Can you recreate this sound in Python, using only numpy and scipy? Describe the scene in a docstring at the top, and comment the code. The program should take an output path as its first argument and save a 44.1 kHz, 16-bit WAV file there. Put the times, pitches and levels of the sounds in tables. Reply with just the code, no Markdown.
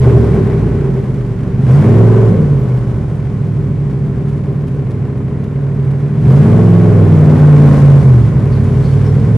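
"""V8 in a parking garage.

Heard from inside the car, it burbles down to idle, is blipped once, idles, pulls away and settles.
Uneven firings drone and ring the exhaust pipes; gas rasps and hisses out with each one.
The body rattles and squeaks, the concrete reverberates, and the revs overload the microphone."""
import sys
import numpy as np
from scipy import signal
from scipy.fft import rfft, irfft, next_fast_len
from scipy.io import wavfile
from scipy.ndimage import uniform_filter1d

SR = 44100
rng = np.random.default_rng(int(sys.argv[2]) if len(sys.argv) > 2 else 0)


def store_wav(level_fs):
    """Save 16-bit WAV to argv[1]."""
    pcm = np.round(np.clip(np.atleast_2d(level_fs), -1, 1) * 32767)
    wavfile.write(sys.argv[1], SR, pcm.T.astype(np.int16))


N = 413216

# engine speed: (time [s], rate [cycles/s])
ENGINE_SPEED = [(0, 15.5), (.2, 14.5), (.45, 12.65), (.65, 11.8), (.9, 10.3), (1.4, 8.7), (1.55, 8.7),
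                (1.7, 15.9), (1.87, 20.7), (2.05, 22.55), (2.24, 22.8), (2.36, 19.9), (2.6, 16.3),
                (3.0, 14.3), (3.45, 13.4), (4.2, 12.9), (5.15, 13.15), (5.95, 12.5), (6.22, 14.1),
                (6.5, 20.9), (6.65, 21.6), (6.9, 21.1), (7.2, 19.05), (7.92, 17.55), (8.05, 16.7),
                (8.32, 13.2), (8.7, 11.75), (9.37, 13.8)]
# one cycle in firing order, each bank uneven: (strength [dB], lateness [cycles])
CYLINDERS = [(1, -0.00001), (-6.5, 0.0071), (-2, 0.00205), (-2.5, 0.0114), (-8, 0.0036), (1, -0.0046),
             (-12.5, 0.009), (-7.5, 0.0114)]
# exhaust force: (time [s], level [dB])
EXHAUST_FORCE = [(0.08, -28), (1.32, -41), (1.64, -39.5), (1.71, -29), (1.8, -26.5), (2.17, -25.5),
                 (2.502, -33.5), (3.25, -39.5), (5.44, -40), (6.03, -38), (6.211, -37.5), (6.3, -29.5),
                 (6.46, -27), (7.24, -26), (7.73, -23), (8.3, -33.5), (9.33, -34)]
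# droning multiples of the cycle rate: (order, level [dB], load slope [dB/dB], overrun gain [dB])
DRONE_ORDERS = [(2, -20.0, 0.72, 2.5), (3, -8.0, -0.6, 2.0), (5, -5.5, 0.04, 1.5), (6, -12.0, -0.54, -1.0),
                (7, -14.0, -0.62, -1.5), (8, -6.5, -0.13, 1.5), (9, -16.0, 0.07, -3.0),
                (10, -17.5, -0.71, 3.0), (11, -10.5, -0.07, -4.0), (13, -13.0, -0.24, 1.0),
                (14, -16.5, -0.53, -1.5), (16, -18.5, 0.11, -1.0), (17, -21.0, 0.22, 0.0),
                (18, -22.0, -0.44, 4.5), (19, -20.0, -0.25, 0.5), (20, -17.5, -0.45, -2.5),
                (21, -20.0, -0.59, 2.0), (24, -25.0, -0.56, 1.5), (26, -23.5, -0.72, 1.5),
                (27, -30.5, -0.16, 3.5)]
# standing waves of pipes and garage: (frequency [Hz], gain [dB])
STANDING_WAVES = [(30, -33.5), (46, -11), (60, -12.5), (76, -8.5), (90, -10), (101, -1), (112, 2.5),
                  (121, 4.5), (130, 9), (141, 6), (152, 5.0), (163, -6.5), (177, 0.5), (195, -1.5),
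                  (215, 1), (235, -0.5), (255, -3), (280, -7.5), (315, -10.5), (355, -7.5), (388, 3.5),
                  (405, -1), (420, 4.5), (440, -2), (470, -3.0), (580, -1.5)]
# one order stands out or sinks: (time [s], length [s], order, gain [dB])
ORDER_SWELLS = [(.3, .8, 11, -6), (.6, 1.7, 5, 3), (1.4, .5, 21, 6), (2.5, .7, 3, 7), (7.4, .7, 13, 4),
                (.9, 1.3, 13, 5), (.9, .18, 17, 12), (2.1, .35, 17, 4), (2.15, .35, 19, 6),
                (2.2, .3, 20, 4), (.15, .5, 26, 7), (.25, .4, 27, 8), (2.12, .3, 8, -14), (4.2, .7, 8, -6),
                (4.2, .8, 10, 4), (4.9, 1.2, 20, 2), (5.8, .6, 11, 4), (6.75, .5, 8, 4), (6.9, .25, 20, 6),
                (7.6, 1, 8, 2), (7.65, .25, 24, 9), (8.35, .2, 10, 5), (8.8, .9, 8, 4)]
# drone dips, burble breaks through: (time [s], length [s], dip [dB])
STUMBLES = [(7.39, 0.019, 10.5), (7.762, 0.12, 6), (8.024, .035, 7), (8.301, 0.065, 9)]
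# burble against drone: (time [s], ratio [dB])
ROUGHNESS = [(.15, -8), (.4, -8), (.7, -6), (1, -6), (1.3, -9), (1.6, -5), (1.85, -8), (2.15, -12),
             (2.4, -3), (2.75, -10), (3.3, -9), (4.05, -4.5), (4.8, -8.5), (5.8, -10.5), (6.45, -9),
             (6.8, -13), (7.1, -11.5), (7.55, -14.5), (8.1, -11), (8.35, -7), (8.7, -11), (9.3, -11)]
# boom, drone plus burble, before its surge: (time [s], level [dB])
BOOM_LEVEL = [(0.03, -7), (0.18, -5), (0.26, -9.5), (1.43, -16.5), (1.63, -10.5), (1.7, -6), (2.02, -5),
              (3.16, -16), (3.55, -13.5), (5.47, -16.5), (5.86, -12), (6.12, -14), (6.21, -10), (6.27, -5),
              (7.08, -5.5), (7.59, -3.5), (8.12, -4.5), (8.23, -6.5), (8.32, -10), (8.37, -10),
              (9.33, -8.5)]
# low pipe and cabin resonances: (frequency [Hz], width [Hz], gain [dB])
BOOM_MODES = [(56.7, 51, -5), (101.1, 24, 2), (130.4, 26.7, 6), (199.2, 26.3, -1)]
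# low growling pipe resonances, swelling as the hollow ring gains on the boom:
# (frequency [Hz], width [Hz], gain [dB])
GROWL_MODES = [(218.2, 24, -3), (269.7, 21, -14)]
# hollow pipe resonances: (frequency [Hz], width [Hz], gain [dB])
RING_MODES = [(392.3, 23.4, 2), (430, 31.4, -1.5), (461, 37.5, -7.5), (351, 26, -5)]
# strongest hollow resonance: (time [s], frequency [Hz])
RING_PITCH = [(0, 406.5), (.25, 386), (.6, 386), (1.9, 384.6), (2.1, 390), (2.22, 430), (2.38, 449),
              (2.7, 394.5), (4.2, 388), (5.3, 400), (6.3, 388), (6.6, 420), (6.95, 414), (7.2, 399),
              (7.679, 443), (8.1, 396), (8.5, 393.5), (9.3, 422)]
# hollow ring: (time [s], level [dB])
RING_LEVEL = [(0.06, -13), (0.7, -24), (0.8, -20), (1.37, -32.5), (2.14, -18), (2.66, -29), (3.07, -34),
              (4.2, -30.5), (6.13, -31), (6.52, -21), (8.089, -28), (8.42, -32), (8.45, -26.5),
              (9.3, -25.5)]
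# snarling pipe resonances: (frequency [Hz], width [Hz], gain [dB])
SNARL_MODES = [(314.2, 45.3, 3), (579, 100, -5), (768, 89, -11.5), (1058, 94, -10), (1516, 76, -16.5)]
# gas leaving the pipes: (frequency [Hz], level [dB])
RASP_SPECTRUM = [(250, -15), (480, 7), (650, 1), (900, -2.5), (1060, -5), (1300, -6), (1520, -8),
                 (1800, -8.5), (2250, -11), (2800, -19.5), (4000, -30), (8000, -49)]
# gas hiss: (frequency [Hz], level [dB])
HISS_SPECTRUM = [(1500, -19), (3000, 3), (4000, -1), (5500, -3), (7000, -6), (10000, -8), (11300, -14),
                 (12500, -21.5), (15000, -26.5)]
# gas hiss: (time [s], level [dB])
HISS_LEVEL = [(0.03, -45.5), (0.75, -53), (1.58, -55.5), (1.73, -45), (2.3, -48.5), (2.33, -51.5),
              (3.28, -56), (5.37, -58.5), (6.15, -56), (6.33, -45.5), (7.0, -48), (7.66, -43.5),
              (7.76, -42.5), (7.86, -44), (8.29, -49), (8.32, -52.5), (8.91, -47.5), (9.3, -50)]
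# single hard firings: (time [s], strength [dB])
POPS = [(.331, -9), (.371, -9), (.472, -9), (.658, -13), (1.879, -8), (1.963, -8), (4.907, -17),
        (8.38, -13), (8.457, -12)]
# thin squeals: (time [s], length [s], level [dB], frequency [Hz])
SQUEALS = [(1.02, .04, -67, 14700), (2.605, .05, -59, 14720), (2.77, .04, -67, 14720),
           (4.53, .09, -69, 14720), (4.625, .04, -67, 14820)]
# throttle snapping open: (time [s], level [dB])
GASPS = [(1.685, -49), (6.27, -49.5)]
# throttle gasp: (frequency [Hz], level [dB])
GASP_SPECTRUM = [(2500, -15.5), (4500, 1.5), (8000, -6), (12000, -6), (13500, -11.5), (15000, -27.5)]
# loose trim: (time [s], level [dB], length [s])
RATTLES = [(2.289, -42, .012), (2.779, -47, .02), (3.469, -49, .016), (3.912, -50, .025),
           (4.068, -52, .025), (4.290, -46, .032), (4.377, -48, .022), (4.535, -52, .014),
           (4.682, -43.5, .018), (4.912, -44.5, .02), (5.180, -50, .014), (5.443, -43.5, .011),
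           (5.849, -49, .016), (5.915, -49, .014), (5.999, -49, .016), (8.644, -44, .018),
           (8.929, -45, .018)]
# trim contacts: (frequency [Hz], level [dB])
RATTLE_SPECTRUM = [(300, -3), (600, 12), (1400, 13), (3000, 6), (5000, 0), (8000, -4), (11000, -5),
                   (14000, -23)]
# body chirps: (time [s], level [dB], frequency [Hz])
SQUEAKS = [(8.525, -48, 4550), (8.561, -52, 4080), (8.847, -42.5, 4320), (8.898, -54, 4420),
           (9.061, -48.5, 5300)]
# echoes between walls and cabin: (delay [s])
NEAR_ECHOES_S = (.0023, .0053, .0089, .0137)
# echoes from the sides: (delay [s])
SIDE_ECHOES_S = (.0037, .0113, .0229)
# spread of the reflections: (frequency [Hz], side minus mid [dB])
STEREO_WIDTH = [(60, -24), (125, -21.5), (250, -19), (500, -10.5), (1000, -11.3), (2000, -8), (4000, -7),
                (8000, 0), (13000, -8)]
# channel balance: (frequency [Hz], left minus right [dB])
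BALANCE = [(60, -2), (125, -1.1), (250, -.1), (500, .9), (1000, 1), (2000, 0), (8000, .3)]

IDLE_FORCE_DB, GARAGE_T60_S = -38, 0.96


def from_db(db):
    """Decibels to gain."""
    return 10 ** (np.asarray(db) / 20)


def unit_rms(x):
    """Scale to unit power."""
    return x / np.sqrt(np.mean(x ** 2) + 1e-20)


def curve(rows):
    """A (time, value) table at every sample."""
    return np.interp(np.arange(N) / SR, *np.transpose(rows))


def smooth(x, span_s):
    """Triangular running mean."""
    size = max(int(span_s * SR), 1)
    return uniform_filter1d(uniform_filter1d(x, size), size)


def even(x):
    """Hold the slow level at one; keep the beats."""
    return x / np.sqrt(smooth(x ** 2, .16) + 1e-12)


def wander(span_s):
    """Slow random drift within +-1."""
    step = 64
    slow = smooth(rng.standard_normal(N // step + 2), span_s / step)
    return np.interp(np.arange(N) / step, np.arange(len(slow)), np.tanh(unit_rms(slow)))


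def swell(at_s, length_s):
    """Gaussian bump of height one."""
    return np.exp(-np.minimum((2 * (np.arange(N) / SR - at_s) / length_s) ** 2, 50))


def decay(clicks, decay_s):
    """Give each click an exponential tail."""
    return signal.lfilter([1], [1, -np.exp(-1 / (decay_s * SR))], clicks + 1e-18)


def colour(x, spectrum):
    """Filter by a (frequency, level) table."""
    hz, db = np.transpose(spectrum)
    bins_hz = np.maximum(np.fft.rfftfreq(N, 1 / SR), 1)
    skirt = np.minimum(bins_hz / hz[0], 1) ** 2 if db[0] < db[1] - 10 else 1
    gain = from_db(np.interp(np.log(bins_hz), np.log(hz), db))
    return irfft(rfft(x) * gain * skirt, N)


def resonate(x, modes):
    """Parallel resonances of alternating sign."""
    out = 0
    for k, (hz, width_hz, db) in enumerate(modes):
        r = np.exp(-np.pi * width_hz / SR)
        poles = [1, -2 * r * np.cos(2 * np.pi * hz / SR), r * r]
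        gain = (-1) ** k * from_db(db) * (1 - r * r) / 2
        out = out + gain * signal.lfilter([1, 0, -1], poles, x + 1e-18)
    return out


def band(x, low_hz, high_hz):
    """Band-pass."""
    return signal.sosfilt(signal.butter(3, [low_hz, high_hz], "band", fs=SR, output="sos"), x)


def scatter(x, delays_s, feedback=.4):
    """Allpass echoes smear pulses without colouring them."""
    size = next_fast_len(N + SR // 2)
    spectrum, hz = rfft(x, size), np.fft.rfftfreq(size, 1 / SR)
    for delay_s in delays_s:
        lag = np.exp(-2j * np.pi * hz * delay_s)
        spectrum = spectrum * (lag - feedback) / (1 - feedback * lag)
    return irfft(spectrum, size)[:N]


def garage(x, wet_db):
    """Direct sound plus dense echoes off concrete."""
    t = np.arange(int(SR * 1.2)) / SR
    tail = rng.standard_normal(len(t)) * 10 ** (-3 * t / GARAGE_T60_S) * (t > .006)
    return x + from_db(wet_db) * signal.fftconvolve(x, tail / np.sqrt(np.sum(tail ** 2)))[:N]


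def firings(cycles, speed_hz, uneven_db=5, jitter_cycles=.003):
    """One click per firing; combustion steadies as the revs rise."""
    number = np.arange(8 * 170)
    strength_db, late_cycles = np.array(CYLINDERS)[number % len(CYLINDERS)].T
    due_cycles = number / len(CYLINDERS) + late_cycles
    erratic = np.minimum(np.median(speed_hz) / np.interp(due_cycles, cycles, speed_hz), 1) ** 3
    timing, vigour = np.tanh(rng.standard_normal((len(number), 2))).T * erratic
    at = np.interp(due_cycles + jitter_cycles * timing, cycles, np.arange(N)).astype(int)
    clicks = np.zeros(N)
    clicks[at] = from_db(strength_db + uneven_db * vigour)
    clicks[[0, -1]] = 0
    return clicks


def order_phasors(cycles):
    """One phasor per order, in step with the cylinders."""
    strength_db, late_cycles = np.transpose(CYLINDERS)
    due_cycles = np.arange(len(CYLINDERS)) / len(CYLINDERS) + late_cycles
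    phasors = []
    for order, *_ in DRONE_ORDERS:
        lead_rad = np.angle(np.sum(from_db(strength_db) * np.exp(-2j * np.pi * order * due_cycles)))
        phasors.append(np.exp(1j * (2 * np.pi * order * cycles + lead_rad)))
    return phasors


def between_orders(x, phasors):
    """Notch out the given orders."""
    for phasor in phasors:
        x = x - np.real(2 * smooth(x * phasor.conj(), .14) * phasor)
    return x


def drone_levels_db(speed_hz, load_db, overrun, lope, waver_db=5):
    """Orders follow the load, sweep through standing waves and waver at low speed."""
    wave_hz, wave_db = np.transpose(STANDING_WAVES)
    levels_db = []
    for order, base_db, per_load, overrun_db in DRONE_ORDERS:
        level_db = base_db + per_load * load_db + overrun_db * overrun
        level_db += np.interp(np.log(order * speed_hz), np.log(wave_hz), wave_db)
        level_db += waver_db * lope * wander(span_s=.13)
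        level_db += sum(db * swell(at_s, length_s)
                        for at_s, length_s, which, db in ORDER_SWELLS if which == order)
        levels_db.append(level_db)
    return levels_db


def drone(phasors, levels_db, max_sway_rad=.65):
    """Orders sum to a chugging note; weak ones sway in phase."""
    out, top_db = 0, np.max(levels_db, axis=0)
    for phasor, level_db in zip(phasors, levels_db):
        sway_rad = max_sway_rad * np.tanh((top_db - level_db) / 10) * wander(span_s=.11)
        out = out + from_db(level_db) * np.real(phasor * np.exp(1j * sway_rad))
    return even(out)


def burble(clicks, phasors, growl_ref_db=-15.5):
    """Uneven firings ring the low pipe modes; the growl swells as the ring gains on the boom."""
    growl = from_db(.46 * (curve(RING_LEVEL) - curve(BOOM_LEVEL) - growl_ref_db))
    pipes = resonate(clicks, BOOM_MODES) + growl * resonate(clicks, GROWL_MODES)
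    return even(between_orders(garage(band(pipes, 37, 325), wet_db=-8), phasors))


def boom(note, ragged):
    """Drone and burble trade places in stumbles and surge when loud."""
    stumble_db = sum(dip_db * swell(at_s, length_s) for at_s, length_s, dip_db in STUMBLES)
    blend = from_db(-stumble_db) * note + from_db(curve(ROUGHNESS) + stumble_db / 2) * ragged
    low = from_db(curve(BOOM_LEVEL)) * even(blend)
    return low * (1 + .5 * smooth(low ** 2, .14))


def thud(clicks, overrun):
    """Throttle shut: firings thud in the deepest pipe mode."""
    return from_db(-36) * overrun * even(band(resonate(clicks, BOOM_MODES[:1]), 41, 72))


def hollow_ring(pulses, phasors):
    """Firings ring pipe modes that slide in pitch together."""
    shift_hz = curve(RING_PITCH) - RING_MODES[0][0]
    slide = np.exp(2j * np.pi * np.cumsum(shift_hz) / SR)
    rung = resonate(signal.hilbert(pulses) * slide.conj(), RING_MODES) * slide
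    ring = even(band(rung.real, 310, 523))
    return from_db(curve(RING_LEVEL)) * between_orders(ring, phasors[-8:])


def snarl(pulses, load_db, revs):
    """Upper pipe modes grow with load and gain on the rasp as revs climb."""
    pipes = even(band(resonate(pulses, SNARL_MODES), 230, 1700))
    return from_db(-34 + .97 * load_db) * revs ** .076 * pipes


def puffs(clicks, decay_s, steady):
    """A turbulent burst per firing, over a steady rush."""
    return (unit_rms(decay(clicks, decay_s)) + steady) * rng.standard_normal(N)


def rasp(clicks, load_db, revs, climb_hz_per_s, max_bark_db=3):
    """Gas leaves the pipes, louder under load, barking as revs climb."""
    bark_db = max_bark_db * np.tanh(np.maximum(climb_hz_per_s, 0) / 29)
    gas = even(colour(puffs(clicks, decay_s=.017, steady=.82), RASP_SPECTRUM))
    return from_db(-37 + .94 * load_db + bark_db) * revs ** -.7 * gas


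def hiss(clicks):
    """High gas noise, pulsing lightly with the firings."""
    gas = even(colour(puffs(clicks, decay_s=.009, steady=1.9), HISS_SPECTRUM))
    return from_db(curve(HISS_LEVEL)) * gas


def pops(ring_db=3, spit_db=-21, spit_s=.007):
    """Hard firings thump the pipes, set off the hollow ring and spit gas."""
    at_s, db = np.transpose(POPS)
    kicks = np.zeros(N)
    kicks[(at_s * SR).astype(int)] = from_db(db)
    rung = band(resonate(kicks, BOOM_MODES) + from_db(ring_db) * resonate(kicks, RING_MODES), 40, 670)
    spit = decay(kicks, spit_s) * unit_rms(colour(rng.standard_normal(N), RASP_SPECTRUM))
    return rung * kicks.max() / np.abs(rung).max() + from_db(spit_db) * spit


def squeals(width_hz=150):
    """A very high resonance is rubbed briefly, like a brake pad touching."""
    out, rub = 0, rng.standard_normal(N)
    for at_s, length_s, db, hz in SQUEALS:
        mode = [(hz, width_hz, 0)]
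        out = out + from_db(db) * swell(at_s, length_s) * unit_rms(resonate(resonate(rub, mode), mode))
    return out


def gasps(clicks, rise_s=.025, decay_s=.08, echo_s=.0037):
    """Gas tears through the opening throttle; a short echo makes it tinny."""
    t, level = np.arange(N) / SR, 0
    for at_s, db in GASPS:
        rise = np.clip((t - at_s) / rise_s, 0, 1)
        fall = np.exp(-np.maximum(t - at_s - rise_s, 0) / decay_s)
        level = level + from_db(db) * rise * fall
    gas = puffs(clicks, decay_s=.006, steady=.4)
    tinny = sum(.6 ** k * np.roll(gas, k * int(echo_s * SR)) for k in range(4))
    return level * even(colour(tinny, GASP_SPECTRUM))


def rattles(contacts_per_s=3000):
    """Loose trim makes clusters of tiny contacts."""
    shake = sum(from_db(db) * swell(at_s, length_s) for at_s, db, length_s in RATTLES)
    contacts = (rng.random(N) < contacts_per_s / SR) * rng.standard_normal(N)
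    return shake * unit_rms(colour(contacts, RATTLE_SPECTRUM))


def squeaks(length_s=.032, width_hz=200):
    """Rubbing body parts chirp in a narrow resonance."""
    out, rub = 0, rng.standard_normal(N)
    for at_s, db, hz in SQUEAKS:
        chirp = unit_rms(resonate(rub, [(hz, width_hz, 0)]))
        out = out + from_db(db) * swell(at_s + length_s / 4, length_s) * chirp
    return out


def stereo(mid):
    """Side reflections spread the sound between the ears."""
    side = colour(np.imag(signal.hilbert(scatter(mid, SIDE_ECHOES_S))), STEREO_WIDTH)
    return np.array([colour(mid + sign * side, [(hz, sign * db / 2) for hz, db in BALANCE])
                     for sign in (1, -1)])


def scene():
    """Exhaust and body noises in the garage, in stereo."""
    speed_hz = curve(ENGINE_SPEED)
    revs = speed_hz / np.median(speed_hz)
    load_db = curve(EXHAUST_FORCE) - IDLE_FORCE_DB
    climb_hz_per_s = smooth(np.gradient(speed_hz) * SR, .09)
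    overrun = np.tanh(np.maximum(-climb_hz_per_s, 0) / 3.5)   # falling revs: throttle shut
    lope = np.minimum(1 / revs, 1) ** 2
    cycles = np.cumsum(speed_hz) / SR + .0082 * lope * wander(span_s=.081)   # crank leads and lags
    clicks = firings(cycles, speed_hz)
    phasors = order_phasors(cycles)

    note = drone(phasors, drone_levels_db(speed_hz, load_db, overrun, lope))
    low = boom(note, burble(clicks, phasors)) + lope * thud(clicks, overrun)
    pulses = garage(scatter(clicks, NEAR_ECHOES_S), wet_db=-10)
    pipes = hollow_ring(pulses, phasors) + snarl(pulses, load_db, revs)
    gas = rasp(clicks, load_db, revs, climb_hz_per_s) + hiss(clicks)
    body = garage(rattles() + squeaks() + squeals(), wet_db=-7)
    mid = low + pipes + gas + body + garage(pops(), wet_db=-9) + gasps(clicks)
    edge_s = np.minimum(np.arange(N), np.arange(N)[::-1]) / SR
    fade = np.sin(np.pi / 2 * np.minimum(edge_s / .004, 1)) ** 2
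    return stereo(mid * fade)


def record(dry):
    """Microphone overload with a rounded knee, then a steep low-pass."""
    knee, stop_hz = 6.5, 16500
    clipped = dry / (1 + np.abs(dry) ** knee) ** (1 / knee)
    return signal.sosfilt(signal.cheby2(12, 70, stop_hz, fs=SR, output="sos"), clipped)


dry = scene()
out = record(dry)
store_wav(out)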